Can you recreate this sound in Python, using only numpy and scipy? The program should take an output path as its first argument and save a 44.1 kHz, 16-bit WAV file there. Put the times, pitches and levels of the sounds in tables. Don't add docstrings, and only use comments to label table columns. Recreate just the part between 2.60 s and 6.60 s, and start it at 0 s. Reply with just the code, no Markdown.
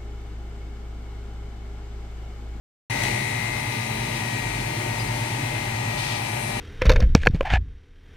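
import sys
import numpy as np
from scipy import signal
from scipy.fft import rfft, irfft
from scipy.io import wavfile

SR = 44100
rng = np.random.default_rng(int(sys.argv[2]) if len(sys.argv) > 2 else 0)


def generate_wav(signal):
    frames = np.transpose(np.atleast_2d(signal))
    scaled = np.clip(frames, -1, 1) * 32767
    pcm = np.round(scaled).astype(np.int16)
    wavfile.write(sys.argv[1], SR, pcm)


def voltage_ratio(decibels):
    exponent = np.asarray(decibels, float) / 20
    return 10 ** exponent


N = 176400
SLOW_STEP = 60

START_S, OPEN_S = .2985, 0.0012
GAIN = [(.3, 0), (.45, 3), (.56, 1), (.75, -0.5), (2.0, 0), (4.0, 0)]
# left, right [Hz]
TOP_HZ = [
    [15800],
    [15100],
]

# (time [s], level [dB], phase drift [rad], slip of the strokes [rad])
PUMP = [(.3, -42, -4.5, -0.14), (.7, -33.5, -4, -0.18), (.95, -36.5, -2.5, -0.0061),
        (1.45, -35, -1.8, 0.067), (1.8, -37.5, -1.5, -.05), (2.2, -32.5, -1.5, -0.29),
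        (2.7, -32.5, -1.6, 0.00074), (3.0, -33.5, -0.6, -0.042), (3.3, -35, -0.5, -0.55),
        (3.7, -37, -2.5, -0.75), (4.0, -38.5, -1.5, -0.51)]
PUMP_HZ, STROKES_PER_S, STROKE_S = 115.75, 9.09, 1.973
# order [strokes], level [dB], level change [dB/s]
STROKE_ORDERS = [-1, 1, 2]
STROKE_DB = [-40.5, -43.5, -49]
STROKE_FADE = [-0.4, -1, -0.9]
TWIST_RAD, CARRIER_LEAD_RAD = 2.8, 0.65
SWAY_HZ, SWAY_DB, SWAYS_PER_S, SWAY_S, SWAY_DEPTH = 45.63, -46.5, 1.98, 1.95, .75

# (pitch [Hz], level [dB], wander [dB])
HUMS = [(59.5, -64, 4.5), (99.5, -44.5, 1.5), (131.4, -46.5, -0.5), (144.5, -48, 3), (153.9, -48, 0),
        (223.6, -46, 2.5)]
# (pitch [Hz], left level [dB], right level [dB], wander [dB])
GEARS = [(604.9, -42, -45, 1.5), (725.7, -55, -53, 3), (737.8, -47, -54, 3), (796.2, -45.5, -58, 3),
         (839, -42, -56, 3), (907.5, -42.5, -47, 2.5), (924.4, -48, -49, 2.5), (939.7, -47, -58, 3),
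         (988.7, -47, -56, 3), (1210.1, -48, -64, 2.1), (1512.5, -52, -65, 3), (1652.3, -56, -58, 2.1),
         (2047.2, -49, -63, 3), (2383, -50, -64, 3), (2570.4, -47, -55, 2.5), (2828.1, -49, -64, 2.5),
         (3024.7, -54, -63, 3), (8912.9, -60, -78, 3), (9091.7, -57, -76, 3)]
WANDER_PER_S, FLUTTER_PER_S, FLUTTER = 0.87, 18, 0.18

SWITCH_HZ, MOTOR_HZ = 1999.9, 32.09
MOTOR_WHINE = [(-9, -48, -73, -0.1, -4.7), (-7, -58, -64, -1.9, -0.1), (-5, -59, -66, -1.8, -2.4),
               (-3, -36, -51, 0.2, 2.3), (-1, -42, -52, -2.3, -3.3), (1, -47, -61, 0.1, -4.2),
               (3, -38, -54, -2.2, -0.3), (5, -42, -53, -1.2, 1.0), (7, -51, -62, 1.5, -1.1),
               (9, -49, -63, -1.5, 1.7), (11, -39.5, -53, 0.3, -2.3), (13, -47, -67, -1.8, 4.7),
               (17, -42, -66, -2.2, 3.5), (19, -55, -62, 5.0, -1.2), (23, -50, -68, -0.4, -6.2),
               (27, -66, -61, -0.9, 4.5)]
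DOUBLE_WHINE = [(-6, -51, -65, -2.1, -5.5), (-4, -61, -60, -3.6, 1.4), (-2, -60, -59, 0.2, -1.6),
                (0, -53, -58, -3.2, 3.5), (2, -61, -63, 7.0, -1.6), (4, -60, -64, -5.3, -0.6),
                (6, -59, -62, -2.0, -1.2), (8, -53, -62, -1.2, 2.3), (10, -62, -68, -2.5, 1.9)]
FAN_SWITCH_HZ, FAN_HZ = 6001.8, 59.5
FAN_WHINE = [(-3, -69, -69, -4.9, -1.6), (-1, -59, -55, -4.3, 1.3), (0, -61, -61, -5.9, -0.5),
             (1, -56, -58, -2.2, 0.7), (3, -55, -66, 0.6, -0.4)]
WHINE_WANDER_DB = 2.1
# (order [turns], extra level [dB])
SETTLING = [(3, 5), (17, -5), (11, -2), (1, 2.5), (-1, 2.5), (5, 1.5)]
SETTLE_S = .8

# (frequency [Hz], density [dB per Hz])
RUMBLE = [(25, -16), (50, -5.5), (85, -6), (115, 2.5), (165, -1), (220, -1.5), (370, -2.5), (480, -7),
          (1000, -73)]
# (frequency [Hz], density [dB per Hz])
ROAR = [(250, -15.5), (450, -8.5), (720, -6.5), (1150, -12), (1450, -15.5), (3300, -14), (7000, -17.5),
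        (15000, -43.5)]
RUMBLE_DB, ROAR_DB, BRIGHTEN_DB_PER_S = -36.5, -37.5, -0.34
# (frequency [Hz], level [dB])
LEFT = [(450, -0.5), (800, 8), (1200, 4.5), (2500, 11.5), (4000, 2), (6800, 0.5), (8500, 11), (15000, 19)]
# (centre [Hz], width [Hz], left level [dB], right level [dB])
CASINGS = [(584, 28, 5, -7), (744, 63, 0.5, -5.5), (880, 105, -1, -3), (2540, 140, 2.5, -3),
           (4460, 680, 2.5, 1), (6000, 220, 3.5, 2.5), (9350, 1080, 3, -7)]
# (frequency [Hz], likeness [0 to 1])
LIKENESS = [(30, .9998), (160, 0.95), (300, 0.88), (450, 0.42), (740, 0.38), (2000, 0.4), (5000, 0.1),
            (15000, 0.05)]
# (frequency [Hz], lead [rad])
LEAD = [(200, .1), (340, .25), (520, 2.9), (720, 3.0), (900, .9), (1450, -.5), (1800, 1.4), (2500, 2.8),
        (3400, 5.7), (5000, 9.4)]

# (start [s], rise [s], hold [s], fall by 60 dB [s], level [dB])
PUFFS = [
    (3.355, .03, .14, .6, -37),
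    (1.54, .01, .02, .2, -44),
    (.29, .05, .15, .5, -45),
]
# (frequency [Hz], density [dB per Hz])
PUFF = [(300, -18), (800, -7), (1500, -8), (3000, -3), (4300, 0), (6800, -8), (9000, -24), (15000, -42)]
# (start [s], rise [s], hold [s], fall by 60 dB [s], level [dB])
LEAKS = [
    (3.33, .05, 0.26, 1, -60.5),
    (3.66, 0.14, 0.096, 0.67, -56),
]
# (frequency [Hz], density [dB per Hz])
LEAK = [(5000, -42), (8000, 4), (10000, -2), (13000, -13), (15500, -22)]

# (time [s], peak level [dB])
KNOCKS = [
    (.4350, -23),
    (1.705, -27),
]
# (pitch [Hz], level [dB], fall by 60 dB [s])
KNOCK = [(3000, 2.5, .008), (6100, -9, .03), (7600, -12, .01), (9500, -8, 0.015)]

# (time [s], length [s], level [dB])
SQUEAKS = [
    (2.315, .03, -47),
    (2.394, 0.034, -38),
    (2.467, 0.036, -46),
    (2.64, .02, -51),
    (2.925, .025, -49),
]
SQUEAK_HZ, SQUEAK_LEFT_DB, SQUEAK_RIGHT_DB = 4920, 3, -11


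def times():
    return np.arange(N) / SR


def slow_times():
    return np.arange(N // SLOW_STEP) * SLOW_STEP / SR


def curve(rows):
    return np.interp(times(), *np.transpose(rows))


def at_hz(points, hz):
    point_hz, value = np.array(points)[:, 0], np.array(points)[:, 1]
    return np.interp(np.log(hz + 1), np.log(point_hz), value)


def drift(rate, count):
    r = np.exp(-2 * np.pi * rate * SLOW_STEP / SR)
    settle = 1500
    chance = rng.standard_normal((count, N // SLOW_STEP + settle))
    slow = signal.lfilter([1], [1, -2 * r, r * r], chance)[:, settle:]
    return (slow - slow.mean(1, keepdims=True)) / slow.std(1, keepdims=True)


def fine(slow):
    return np.interp(times(), slow_times(), slow)


def pump():
    t = times()
    s, level_db, phase, slip = np.transpose(PUMP)
    stroke = 2 * np.pi * STROKES_PER_S * (t - STROKE_S) + np.interp(t, s, slip)
    throb = voltage_ratio(np.interp(t, s, level_db)) * np.exp(1j * CARRIER_LEAD_RAD)
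    for order, db, fade in zip(STROKE_ORDERS, STROKE_DB, STROKE_FADE):
        level = voltage_ratio(db + fade * (t - 4.0) + fine(2.4 * drift(2.5, count=1)[0]))
        throb = throb + level * np.exp(1j * (order * stroke + TWIST_RAD * (abs(order) - 1)))
    hum = throb * np.exp(1j * (2 * np.pi * PUMP_HZ * t + np.interp(t, s, phase)))
    beat = 1 + SWAY_DEPTH * np.exp(2j * np.pi * SWAYS_PER_S * (t - SWAY_S))
    sway = voltage_ratio(SWAY_DB + fine(2.8 * drift(1.5, count=1)[0])) * beat
    return np.sqrt(2) * np.real(hum + sway * np.exp(2j * np.pi * SWAY_HZ * t))


def tones(rows, alike=False):
    spectrum = np.zeros((2, N // 2 + 1), complex)
    blend = np.clip(1 - slow_times() / .2, 0, 1)
    near = np.arange(-120, 121)
    for hz, left_db, right_db, wander_db in rows:
        slow, fast = drift(WANDER_PER_S, count=4), drift(FLUTTER_PER_S, count=4)
        slow = wander_db * (slow + FLUTTER * fast)
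        lead = np.array([[at_hz(LEAD, hz) * (not alike)], [0]])
        phase = 0.24 * slow[2:] + rng.uniform(0, 2 * np.pi) + lead
        shape = voltage_ratio(slow[:2]) * np.exp(1j * phase)
        shape = shape[[0, 0 if alike else 1]]
        shape = shape * voltage_ratio(np.array([left_db + 0 * blend, right_db + 0 * blend]))
        shape = shape + blend * (shape[:, -1:] - shape)
        spectrum[:, round(hz * N / SR) + near] += np.fft.fft(shape)[:, near] * SLOW_STEP / np.sqrt(2)
    return irfft(spectrum, N)


def hums():
    return tones([(hz, db, db, wander_db) for hz, db, wander_db in HUMS], alike=True)


def gears():
    return tones(GEARS)


def whine():
    t = slow_times() - 2.2
    settling = np.exp(-np.maximum(slow_times() - START_S, 0) / SETTLE_S)
    early = {round(order): db * settling for order, db in SETTLING}
    families = [(SWITCH_HZ, MOTOR_HZ, MOTOR_WHINE, early), (2 * SWITCH_HZ, MOTOR_HZ, DOUBLE_WHINE, {}),
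                (FAN_SWITCH_HZ, FAN_HZ, FAN_WHINE, {})]
    rows = []
    for centre_hz, speed_hz, family, extra in families:
        for order, left_db, right_db, left_change, right_change in family:
            order = round(order)
            left = left_db + left_change * t + extra.get(order, 0)
            right = right_db + right_change * t
            rows.append((centre_hz + order * speed_hz, left, right, WHINE_WANDER_DB))
    return tones(rows)


def noise(spectrum, patchy_db, swell_db, count):
    hz = np.fft.rfftfreq(N, 1 / SR)
    mid, side = rfft(rng.standard_normal((2, N)))
    alike = np.clip(at_hz(LIKENESS, hz), -1, 1)
    colour = np.array([at_hz(LEFT, hz), 0 * hz]) + at_hz(spectrum, hz)
    for centre_hz, width_hz, left_db, right_db in CASINGS:
        bump = np.exp(-((hz - centre_hz) / width_hz) ** 2)
        colour = colour + np.outer([left_db, right_db], bump)
    pair = np.sqrt(1 + alike) * mid + np.sqrt(1 - alike) * side * [[1], [-1]]
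    pair = pair * voltage_ratio(colour) * (hz > 15)
    pair[0] *= np.exp(1j * at_hz(LEAD, hz))
    pair = pair / np.sqrt(np.mean(irfft(pair[1], N) ** 2))
    place = np.clip(2 * np.log2(hz / 40 + 1e-9), 0, count - 1)
    swell = drift(0.81, count=count) + drift(3.7, count=1)
    gains = patchy_db * drift(8.4, count=count) + swell_db * swell
    gains[-3:] += BRIGHTEN_DB_PER_S * (slow_times() - 2)
    out = np.zeros((2, N))
    for band, gain_db in enumerate(gains):
        share = np.clip(1 - abs(place - band), 0, 1)
        out += voltage_ratio(fine(gain_db)) * irfft(pair * share, N)
    return out


def rumble():
    return voltage_ratio(RUMBLE_DB) * noise(RUMBLE, patchy_db=1.5, swell_db=0.3, count=9)


def roar():
    return voltage_ratio(ROAR_DB) * noise(ROAR, patchy_db=0.85, swell_db=0.12, count=18)


def puffs(rows, spectrum):
    t = times()
    shape = np.zeros(N)
    for start, rise, hold, t60, db in rows:
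        fall = 60 * np.maximum(t - start - rise - hold, 0) / t60
        shape += voltage_ratio(db - fall) * np.clip((t - start) / rise, 0, 1)
    return shape * noise(spectrum, patchy_db=.6, swell_db=.15, count=18)


def knocks():
    out, t = np.zeros((2, N)), times()
    band = signal.butter(2, [2300, 10500], "band", fs=SR, output="sos")
    for start, db in KNOCKS:
        age = np.maximum(t - start, 0)
        ring = np.zeros(N)
        for hz, level_db, t60 in KNOCK:
            ring += voltage_ratio(level_db - 60 * age / t60) * np.sin(2 * np.pi * hz * age)
        hiss = signal.sosfilt(band, rng.standard_normal((2, N)))
        crack = voltage_ratio(-2 - 60 * age / 0.035) * (age > 0) * hiss
        out += voltage_ratio(db) * (ring + 0.83 * crack) * voltage_ratio(np.array([[0], [-9]]))
    return out


def squeaks():
    t = times()
    shape = np.zeros(N)
    for start, length, db in SQUEAKS:
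        edge_s = np.minimum(t - start, start + length - t)
        shape += voltage_ratio(db - 6 * (t - start) / length) * np.clip(edge_s / 0.0027, 0, 1)
    waver = 1.1 * fine(drift(20, count=1)[0])
    whistle = np.sqrt(2) * shape * np.sin(2 * np.pi * SQUEAK_HZ * t + waver)
    return whistle * voltage_ratio(np.array([[SQUEAK_LEFT_DB], [SQUEAK_RIGHT_DB]]))


def scene():
    machines = pump() + hums() + gears() + whine() + rumble() + roar()
    air = puffs(PUFFS, PUFF) + puffs(LEAKS, LEAK)
    return machines + air + knocks() + squeaks()


def top_cut(x):
    return signal.sosfilt(signal.butter(12, 15830, fs=SR, output="sos"), x)


def record(dry):
    opened = np.clip((times() - START_S) / OPEN_S, 0, 1)
    heard = rfft(opened * dry * voltage_ratio(curve(GAIN)))
    passed = np.fft.rfftfreq(N, 1 / SR) < np.array(TOP_HZ)
    wet = irfft(heard * passed, N)
    started = times() > START_S - .002
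    offset = -.00043 * opened
    return top_cut(started * wet + offset)


dry = scene()
out = record(dry)
generate_wav(out)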